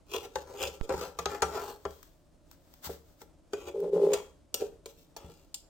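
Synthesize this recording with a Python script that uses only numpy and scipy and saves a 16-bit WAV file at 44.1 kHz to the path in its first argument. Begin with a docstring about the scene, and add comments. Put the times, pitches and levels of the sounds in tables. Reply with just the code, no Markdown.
"""Knocks, gritty scraping and a groaning judder: a plastic spatula works under a flatbread in a nonstick pan.
The bread is turned by hand and nudged into place: dry ticks, soft brushing, dull flops; one low pop is heard.
Blows and random slips ring the modes of pan and blade; stick-slip pulses ring the groan.
Filtered noise makes the brushing and the faint hush; a diffuse echo makes the small kitchen."""
import sys
import numpy as np
from scipy import signal
from scipy.fft import rfft, irfft, next_fast_len
from scipy.io import wavfile
from scipy.ndimage import uniform_filter1d

SR = 44100
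rng = np.random.default_rng(int(sys.argv[2]) if len(sys.argv) > 2 else 0)


def master_out(mix):
    """Clip the mix to full scale and print it as 16-bit PCM to the path in sys.argv[1]."""
    frames = np.transpose(np.atleast_2d(mix))
    ceiling = np.clip(frames, -1, 1)
    pcm = np.round(ceiling * 32767).astype(np.int16)
    wavfile.write(sys.argv[1], SR, pcm)


N = 250929
T = np.arange(N) / SR
RING_T = T[:2 * SR // 5]  # 0.4 s

# Spatula knocks. Each row: time in s, base level in dB, brightness in dB per octave, extra pan wall in dB,
# extra hob thump in dB, extra edge tick in dB, chatter decay in s, three notes of the flexed blade in Hz.
KNOCKS = [(0.144, -32.5, -3.5, 3, -30, -5, 0.0048, 467, 1005, 3350),
          (0.356, -32.5, 0.5, 3.5, 2, 1, 0.0022, 517, 862, 3270),
          (0.627, -42.5, 4, -0.5, 0, 5, 0.0014, 479, 830, 2857),
          (0.672, -44.5, 2.5, -13.5, 15, -9, 0.0076, 576, 830, 3050),
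          (0.893, -30, -2, -0.5, -22, 2, 0.0024, 520, 832, 2410),
          (0.903, -31.5, -4, 5.5, -2.5, 1, 0.011, 536, 984, 2210),
          (0.938, -31, -4, 0, -0.5, 3, 0.001, 385, 938, 4200),
          (1.188, -39.5, 2.5, 8.5, 13.5, 3, 0.0041, 474, 1177, 4160),
          (1.257, -32.5, 2.48, 3, 11, -5, 0.00065, 392, 1264, 6300),
          (1.4207, -26.5, 1.38, 4.5, 4.5, -1, 0.0068, 439, 1190, 5854),
          (1.852, -31.5, -2.5, 5, -1.5, -7, 0.0026, 422, 649, 4890),
          (3.533, -29, -2, -4.5, -13, 6, 0.0034, 418, 1497, 2460),
          (4.134, -35.5, 3.5, -1.5, 8.5, 0.5, 0.0059, 487, 646, 2617),
          (4.542, -39.5, 5, -11, -8, 5, 0.0037, 453.3, 1330, 3530),
          (4.619, -26.5, -8, -16, -42, -4, 0.00093, 411, 454.5, 2210),
          (4.858, -42.5, 1, -9.5, -23, 4, 0.0034, 460, 1020, 3350),
          (5.164, -50, 3, 4.5, -1, 6, 0.0079, 383, 840, 6930),
          (5.543, -71.5, 12, -0.5, 0, -10, 0.0034, 3190, 7200, 8460)]
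# Slides of the blade on the coating. Each row: time of full force in s, attack in s, hold in s, release in s,
# base level in dB, brightness in dB per octave, extra pan wall in dB, extra blade ring in dB, blade note in Hz.
STROKES = [(0.134, 0.039, 0.021, 0.072, -34, .5, -1, 8, 448),
           (0.243, 0.037, 0.0063, 0.029, -42, 0.44, 1.5, 3.5, 453),
           (0.408, 0.11, 0.0089, 0.021, -42.5, -0.2, -0.5, -3, 478),
           (0.491, 0.061, 0.016, 0.3, -43.5, -1.3, 2, -13, 508),
           (0.606, 0.055, 0.028, 0.1, -34, 0.22, -3.5, 8.5, 557),
           (0.736, .03, .003, 0.042, -49, 1.5, -5.5, 5.5, 540),
           (0.834, 0.018, 0.012, 0.022, -41, -1.5, -11, -3, 382),
           (0.935, 0.074, 0.091, 0.027, -38.5, -0.5, 2.5, -6, 493),
           (1.02, 0.024, 0.032, 0.07, -37.5, 0, 4, 0, 498),
           (1.196, 0.072, 0.031, 0.04, -50.5, 0.2, 2, 2, 438),
           (1.297, 0.033, 0.051, 0.075, -38, -1, 7, -7, 407),
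           (1.455, .04, 0.099, 0.063, -42, -0.7, 2.5, -11, 415),
           (1.544, .04, 0.014, 0.12, -34, -0.4, 7.5, -2.5, 408),
           (1.611, 0.075, 0.093, 0.075, -44, 0.97, 3, -3, 414),
           (3.561, 0.061, 0.081, 0.15, -47, -0.5, -1, 3, 353),
           (3.681, 0.024, 0.0056, 0.012, -32, -2, -3, 5, 364),
           (4.137, 0.082, 0.0082, .13, -43, 0.4, 7.5, 7, 448),
           (4.539, 0.009, 0.0086, 0.17, -48.5, -2, 2, 4, 434),
           (4.601, 0.017, 0.0094, 0.1, -40.5, -1, -6, -0.5, 406),
           (4.874, .015, 0.0058, 0.022, -47, -1, -17, -12, 427),
           (4.894, 0.03, 0.011, 0.058, -62.5, 3, 1.5, -2, 440),
           (4.978, 0.058, 0.027, 0.14, -69, 3, -8, -0.5, 446),
           (5.22, 0.075, .005, 0.11, -53, -0.5, 5, 5.5, 370),
           (5.307, 0.14, 0.013, 0.25, -60, 1.53, -2.5, 0, 384)]
# Pushes that make the blade judder along the pan wall. Each row: time of full force in s, attack in s,
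# hold in s, release in s, level in dB.
JUDDER_PUSHES = [(3.75, 0.015, 0.15, 0.008, -32.5), (3.836, 0.04, .005, 0.039, -28.5),
                 (3.933, 0.019, 0.04, 0.046, -23.5), (4.002, 0.074, .14, 0.015, -26),
                 (4.026, 0.037, 0.048, 0.039, -22.5)]
# Floury bread brushing blade and pan. Each row: time of full force in s, attack in s, hold in s,
# release in s, level in dB.
BRUSHES = [(1.92, 0.24, .01, 0.28, -60), (2.04, .05, 0.032, 0.054, -66), (2.53, 0.053, .003, 0.035, -61.5),
           (2.72, 0.29, 0.074, .05, -67.5), (2.846, 0.021, 0.024, 0.021, -40),
           (2.9, 0.028, 0.027, 0.082, -51), (3.07, 0.1, 0.057, .12, -69.5), (3.218, 0.04, .002, .03, -55)]
# Bread settling. Each row: time in s, level in dB of hob, of pan bottom, of pan wall.
FLOPS = [(2.868, -44.5, -63, -45.5), (2.893, -49.5, -35, -49.5), (3.214, -59, -51, -52),
         (5.242, -46, -53, -76), (5.291, -51, -54, -70)]
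# Dry crust ticks. Each row: time in s, level in dB.
TICKS = [(1.908, -50), (2.0294, -41.5), (2.5133, -44.5), (2.739, -48), (3.2173, -46), (3.803, -44)]
# Modes of the pan on its hob. Each row: frequency in Hz, relative level in dB, t60 in s.
PAN_MODES = [(73.9, 4.5, 0.41), (170.2, -5.5, 0.56), (370, -16, 0.066), (395.8, -2, 0.098),
             (458.9, -4, 0.2), (549, 4, 0.024), (559, -5.5, 0.16), (698, -2.5, 0.053), (772, -8, 0.15),
             (840, 0, 0.09), (931, -4, 0.083), (998.6, 0, 0.066), (1190, 0.5, 0.04), (1354.6, -3.5, 0.11),
             (1512, -22, 0.067), (1620, -33, 0.14), (2177, -9, 0.11), (2590, -14, 0.097), (2797, -7, 0.055),
             (3160, -4.5, 0.034), (3270, -15, 0.52), (3445, 4.5, 0.036), (3780, -3.5, 0.046),
             (4910, -7, .1), (5830, -11, 0.041), (5754, -12.5, 0.21), (6520, -6, 0.078), (6910, -6.5, 0.11),
             (7060, -1, 0.028), (8270, -5, 0.14)]
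# Modes of the blade's groan against the pan. Each row: frequency in Hz, relative level in dB, t60 in s.
GROAN_MODES = [(172.5, -21, 0.47), (402.2, 1, 0.25), (456, -1.5, 0.13), (520.6, -6.5, 0.15),
               (597.5, -10.5, 0.07), (830, -14, 0.043), (1038, -26, 0.18), (1160, -16, 0.0083),
               (1427, -37, 0.14)]
# Registers of the ringing body: hob, pan bottom, pan wall, blade, coating, edge. Each row: low edge in Hz,
# high edge in Hz, dense modes relative to clear ones in dB, t60 of the dense modes in s.
REGISTERS = [(50.6, 305, -7, 0.25), (322, 743, -6, 0.048), (560, 2110, -3.5, 0.061),
             (2320, 3460, 3.5, 0.032), (3700, 9290, 10.5, 0.017), (11380, 17200, 0, 0.03)]
# Share of a knock in each register, in dB.
KNOCK_SHARES_DB = (-16.5, 0.5, -2.5, -13, -4.5, -23.5)
# Share of a stroke in each register, in dB.
STROKE_SHARES_DB = (-20, -3.5, -8.5, -16.5, -12, -20.5)
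# Colour of the bread's brush. Each row: frequency in Hz, relative level in dB.
CRUST_COLOUR = [(300, -2.5), (1400, 0.5), (2500, -9.5), (5000, -2.5), (8000, -4), (10000, -14.5),
                (13000, -3.5), (16000, -6.5)]
# Colour of the kitchen hush. Each row: frequency in Hz, relative level in dB.
HUSH_COLOUR = [(15, -35), (25, -2), (76, -5.5), (120, -15), (161, -7.5), (200, -19.5), (309, -9.5),
               (451, -24), (591, -14), (754, -24.5), (887, -25.5), (2000, -36.5), (7310, -38.5),
               (8360, -38.5), (16000, -57)]
# Colour of the microphone. Each row: frequency in Hz, gain in dB.
MICROPHONE = [(700, 0), (1150, -3), (1700, -0.5), (2200, 0), (3300, 1.5), (4400, -1), (5500, -2),
              (8000, -1), (10500, -2), (13000, 0.5)]
# The two microphone ports. Each row: frequency in Hz, left minus right gain in dB.
BALANCE_DB = [(100, 1.5), (450, 0), (800, 6), (1300, 7.5), (2200, -1), (3300, 6.5), (6000, -1.5),
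              (8200, -0.5), (10000, -1.5), (13000, 6.5), (16000, 17.5)]


def undb(db):
    """Decibels to gain."""
    return 10 ** (np.asarray(db) / 20)


def unit(x):
    """Scale to rms 1."""
    return x / np.sqrt(np.mean(x ** 2) + 1e-20)


def passband(lo, hi, order):
    """Sections of a Butterworth band-pass."""
    return signal.butter(order, [lo, min(hi, .45 * SR)], "band", fs=SR, output="sos")


def band(x, lo, hi, order):
    """Causal band-pass."""
    return signal.sosfilt(passband(lo, hi, order), x)


def colour(x, points):
    """Shape a spectrum by (Hz, dB) points, interpolated over log frequency."""
    hz, db = np.transpose(points)
    size = next_fast_len(N + len(RING_T))
    f = np.maximum(np.fft.rfftfreq(size, 1 / SR), 1)
    gain = undb(np.interp(np.log(f), np.log(hz), db))
    return irfft(rfft(x, size) * gain, size)[..., :N]


def pair(size, side):
    """Left and right noise with a common part."""
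    mid, diff = rng.standard_normal((2, size))
    return unit(np.array([mid + side * diff, mid - side * diff]))


def ring(force, response):
    """Convolve a force with a response, cut to the force's length."""
    return signal.fftconvolve(np.atleast_2d(force), response, axes=-1)[:, :np.shape(force)[-1]]


def add(out, s, x):
    """Mix a sound in at time s."""
    i = int(s * SR)
    out[:, i:i + x.shape[-1]] += x[:, :N - i]


def fade(t60):
    """Exponential decay."""
    return np.exp(-np.log(1000) * RING_T / max(t60, 1e-3))


def gesture(t, s, attack_s, hold_s, release_s):
    """Gain of one push: gains 20 dB per attack time, holds, loses 20 dB per release time."""
    early = np.maximum(s - t, 0)
    late = np.maximum(t - s - hold_s, 0)
    steps = early / max(attack_s, 1e-3) + late / max(release_s, 1e-3)
    return undb(-20 * np.minimum(steps, 10))


def gestures(rows):
    """Gain of a table of pushes, added in power."""
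    return np.sqrt(sum((undb(db) * gesture(T, *shape)) ** 2 for *shape, db in rows))


def tilt(db_per_octave, pivot_hz=456):
    """Level offset of each register in dB, sloping about the pivot."""
    return db_per_octave * np.log2([np.sqrt(lo * hi) / pivot_hz for lo, hi, *_ in REGISTERS])


def hush(level_db=-61.5, waver_db=1):
    """Faint room noise, partly common to both sides, its level wavering a little."""
    air = unit(colour(pair(N, side=0.48), HUSH_COLOUR))
    waver = unit(band(rng.standard_normal(N), 0.11, 10, order=1))
    return air * undb(level_db + waver_db * waver)


def kitchen(x, wet_db=-13, low_t60=0.39, high_t60=0.32, build_s=0.0068):
    """Short diffuse echo of a small, hard room: decaying noise, nearly mono in the bass."""
    high = band(pair(len(RING_T), side=0.79), 500, 14040, order=1) * fade(high_t60)
    low = band(pair(len(RING_T), side=0.1), 100, 410, order=1) * fade(low_t60)
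    tail = (high + low) * (1 - np.exp(-(RING_T / build_s) ** 2))
    return x + undb(wet_db) * ring(x, tail / np.linalg.norm(tail[0]))


def low_pop(s=.812, ports_db=(-38, -21.5), snap_s=.00005, sag=0.29, sag_s=0.0028, fall_s=.016):
    """One dull pop, mostly on the right: the pressure sags a little, snaps up and relaxes."""
    t = T - s
    shape = np.where(t < 0, sag * np.exp(-np.abs(t) / sag_s), np.exp(-np.abs(t) / fall_s))
    return undb(ports_db)[:, None] * np.tanh(t / snap_s) * shape


def ringing(table):
    """Each mode of a table as a decaying sine; alternate rows have opposite sign."""
    return [(hz, (-1) ** k * undb(db) * fade(t60) * np.sin(2 * np.pi * hz * RING_T))
            for k, (hz, db, t60) in enumerate(table)]


def pan_body(modes, note_db=4, note_t60=0.11, place_db=2.0):
    """Pan and blade together: returns a function giving the register responses of one contact spot."""
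    note = undb(note_db) * fade(note_t60)
    registers = [(lo, hi, undb(dense_db), fade(dense_t60),
                  passband(lo, hi, order=3), passband(0.74 * lo, 0.86 * hi, order=2))
                 for lo, hi, dense_db, dense_t60 in REGISTERS]

    def spot(notes_hz=()):
        """Pan modes, the flexed blade's notes, and dense damped modes as decaying noise."""
        tones = modes + [(hz, note * np.cos(2 * np.pi * hz * RING_T)) for hz in notes_hz]
        # each spot pushes the modes a little differently
        pushes = undb(place_db * rng.standard_normal(len(tones)))
        body = []
        for lo, hi, dense_gain, decay, inner, outer in registers:
            clear = unit(sum(push * tone for push, (hz, tone) in zip(pushes, tones) if lo <= hz < hi))
            # short waves reach the two ports out of step
            noise = pair(len(RING_T), side=min(0.38 + lo / 4000, 1))
            dense = unit(signal.sosfilt(inner, noise * decay))
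            body.append(signal.sosfilt(outer, clear + dense_gain * dense))
        return body
    return spot


def strike(force, response, db):
    """A blow into one register, its loudest 8 ms at the given level."""
    x = ring(force, response)
    power = uniform_filter1d(np.mean(x ** 2, axis=0), size=353)
    return x * undb(db) / np.sqrt(power.max())


def bread(body, grain_db=4, tick_t60=0.013):
    """Floury crust brushes and ticks as grainy noise; soft dough flops as blows on hob and pan."""
    dry = unit(pair(N, side=1.0) * undb(grain_db * rng.standard_normal(N)))
    contact = gestures(BRUSHES)[None]
    for s, db in TICKS:
        add(contact, s, undb(db) * fade(tick_t60)[None])
    out = unit(colour(band(dry, 330, 15700, order=1), CRUST_COLOUR)) * contact
    blow = 1. * (RING_T == 0)
    for s, *levels_db in FLOPS:
        for db, response in zip(levels_db, body):
            add(out, s, strike(blow, response, db))
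    return out


def judder(slip_hz=57.8, jitter=0.0492, scatter_db=2, rub_share=.35, low_hz=300, soft_hz=1100,
           hiss_db=-34, grain_db=4):
    """The flexing blade sticks and slips some sixty times a second, groaning against the pan."""
    t = T[:SR // 2]
    chance = rng.standard_normal((40, 2))
    times = np.cumsum(np.exp(jitter * chance[:, 0])) / slip_hz
    slips = np.histogram(times, len(t), (0, t[-1]), weights=undb(scatter_db * chance[:, 1]))[0]
    rub = rub_share * np.sqrt(slip_hz / SR) * rng.standard_normal(len(t))
    force = band(slips + rub, low_hz, soft_hz, order=1)
    groan = ring(force, sum(tone for hz, tone in ringing(GROAN_MODES))[None])
    # level the swing: the hand's pressure alone sets its size
    power = uniform_filter1d(uniform_filter1d(groan ** 2, size=1100), size=1100)
    groan /= np.sqrt(power + 1e-9)
    # the grainy coating hisses under the sliding edge
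    grains = pair(len(t), side=0.89) * undb(grain_db * rng.standard_normal(len(t)))
    hiss = unit(band(grains, 760, 9200, order=2))
    out = np.zeros((2, N))
    first_s, first_attack_s = JUDDER_PUSHES[0][:2]
    add(out, first_s - 2 * first_attack_s, groan + undb(hiss_db) * hiss)
    return out * gestures(JUDDER_PUSHES)


def scraping(spot, grains_per_s=1100, spread_db=5, patchy_db=0.5, stutter=0.28, pressed_t60=0.34,
             force_powers=(.7, 1.01, 1.05, 1.3, 1.05, 1.05)):
    """The edge catches on the coating: uneven patchy slips ring each register by a power of the force."""
    slips = (rng.random(N) < grains_per_s / SR) * rng.choice([-1, 1], N)
    slips = slips * undb(spread_db * rng.standard_normal(N))
    # the pressed blade damps the ringing
    damping = fade(pressed_t60)[:len(RING_T) // 2]
    patches = unit(band(rng.standard_normal(N), 40, 113, order=1))
    out = np.zeros((2, N))
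    for s, attack_s, hold_s, release_s, db, bright_db, wall_db, blade_db, note_hz in STROKES:
        span = (T > s - 3 * attack_s) & (T < s + hold_s + 2 * release_s + RING_T[-1] / 2)
        force = gesture(T[span], s, attack_s, hold_s, release_s)
        # a blade that rings freely stutters more
        depth_db = patchy_db + stutter * max(blade_db, 0)
        grit = unit(slips[span] * undb(depth_db * patches[span]))
        levels_db = db + tilt(bright_db) + STROKE_SHARES_DB + [0, 0, wall_db, blade_db, 0, 0]
        for level_db, power, response in zip(levels_db, force_powers, spot((note_hz,))):
            damped = response[:, :len(damping)] * damping
            gain = undb(level_db) / np.linalg.norm(damped.mean(axis=0))
            add(out, T[span][0], ring(grit * force ** power, damped) * gain)
    return out


def knocks(spot, chatter_size=0.042):
    """The blade lands and chatters for a few ms; the lowest register feels only the first push."""
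    out = np.zeros((2, N))
    for s, db, bright_db, wall_db, hob_db, edge_db, chatter_s, *notes_hz in KNOCKS:
        levels_db = db + tilt(bright_db) + KNOCK_SHARES_DB + [hob_db, 0, wall_db, 0, 0, edge_db]
        decay = np.exp(-RING_T / max(chatter_s, 1e-4))
        chatter = chatter_size * rng.standard_normal(len(RING_T)) * decay
        for k, response in enumerate(spot(notes_hz)):
            # chatter grows with the register
            force = (RING_T == 0) + k * chatter
            add(out, s, strike(force, response, levels_db[k]))
    return out


def scene():
    """Pan, spatula and bread in the kitchen, heard at two ports, plus pop and hush."""
    spot = pan_body(ringing(PAN_MODES))
    contacts = knocks(spot) + scraping(spot) + judder() + bread(spot())
    left, right = colour(kitchen(contacts), MICROPHONE)
    half = np.array(BALANCE_DB) * [1, .5]
    ports = np.array([colour(left, half), colour(right, half * [1, -1])])
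    return ports + low_pop() + hush()


def record(dry, top_hz=16100):
    """The recorder cuts the top: steep elliptic low-pass."""
    return signal.sosfilt(signal.ellip(10, .2, 80, top_hz, fs=SR, output="sos"), dry)


dry = scene()
out = record(dry)
master_out(out)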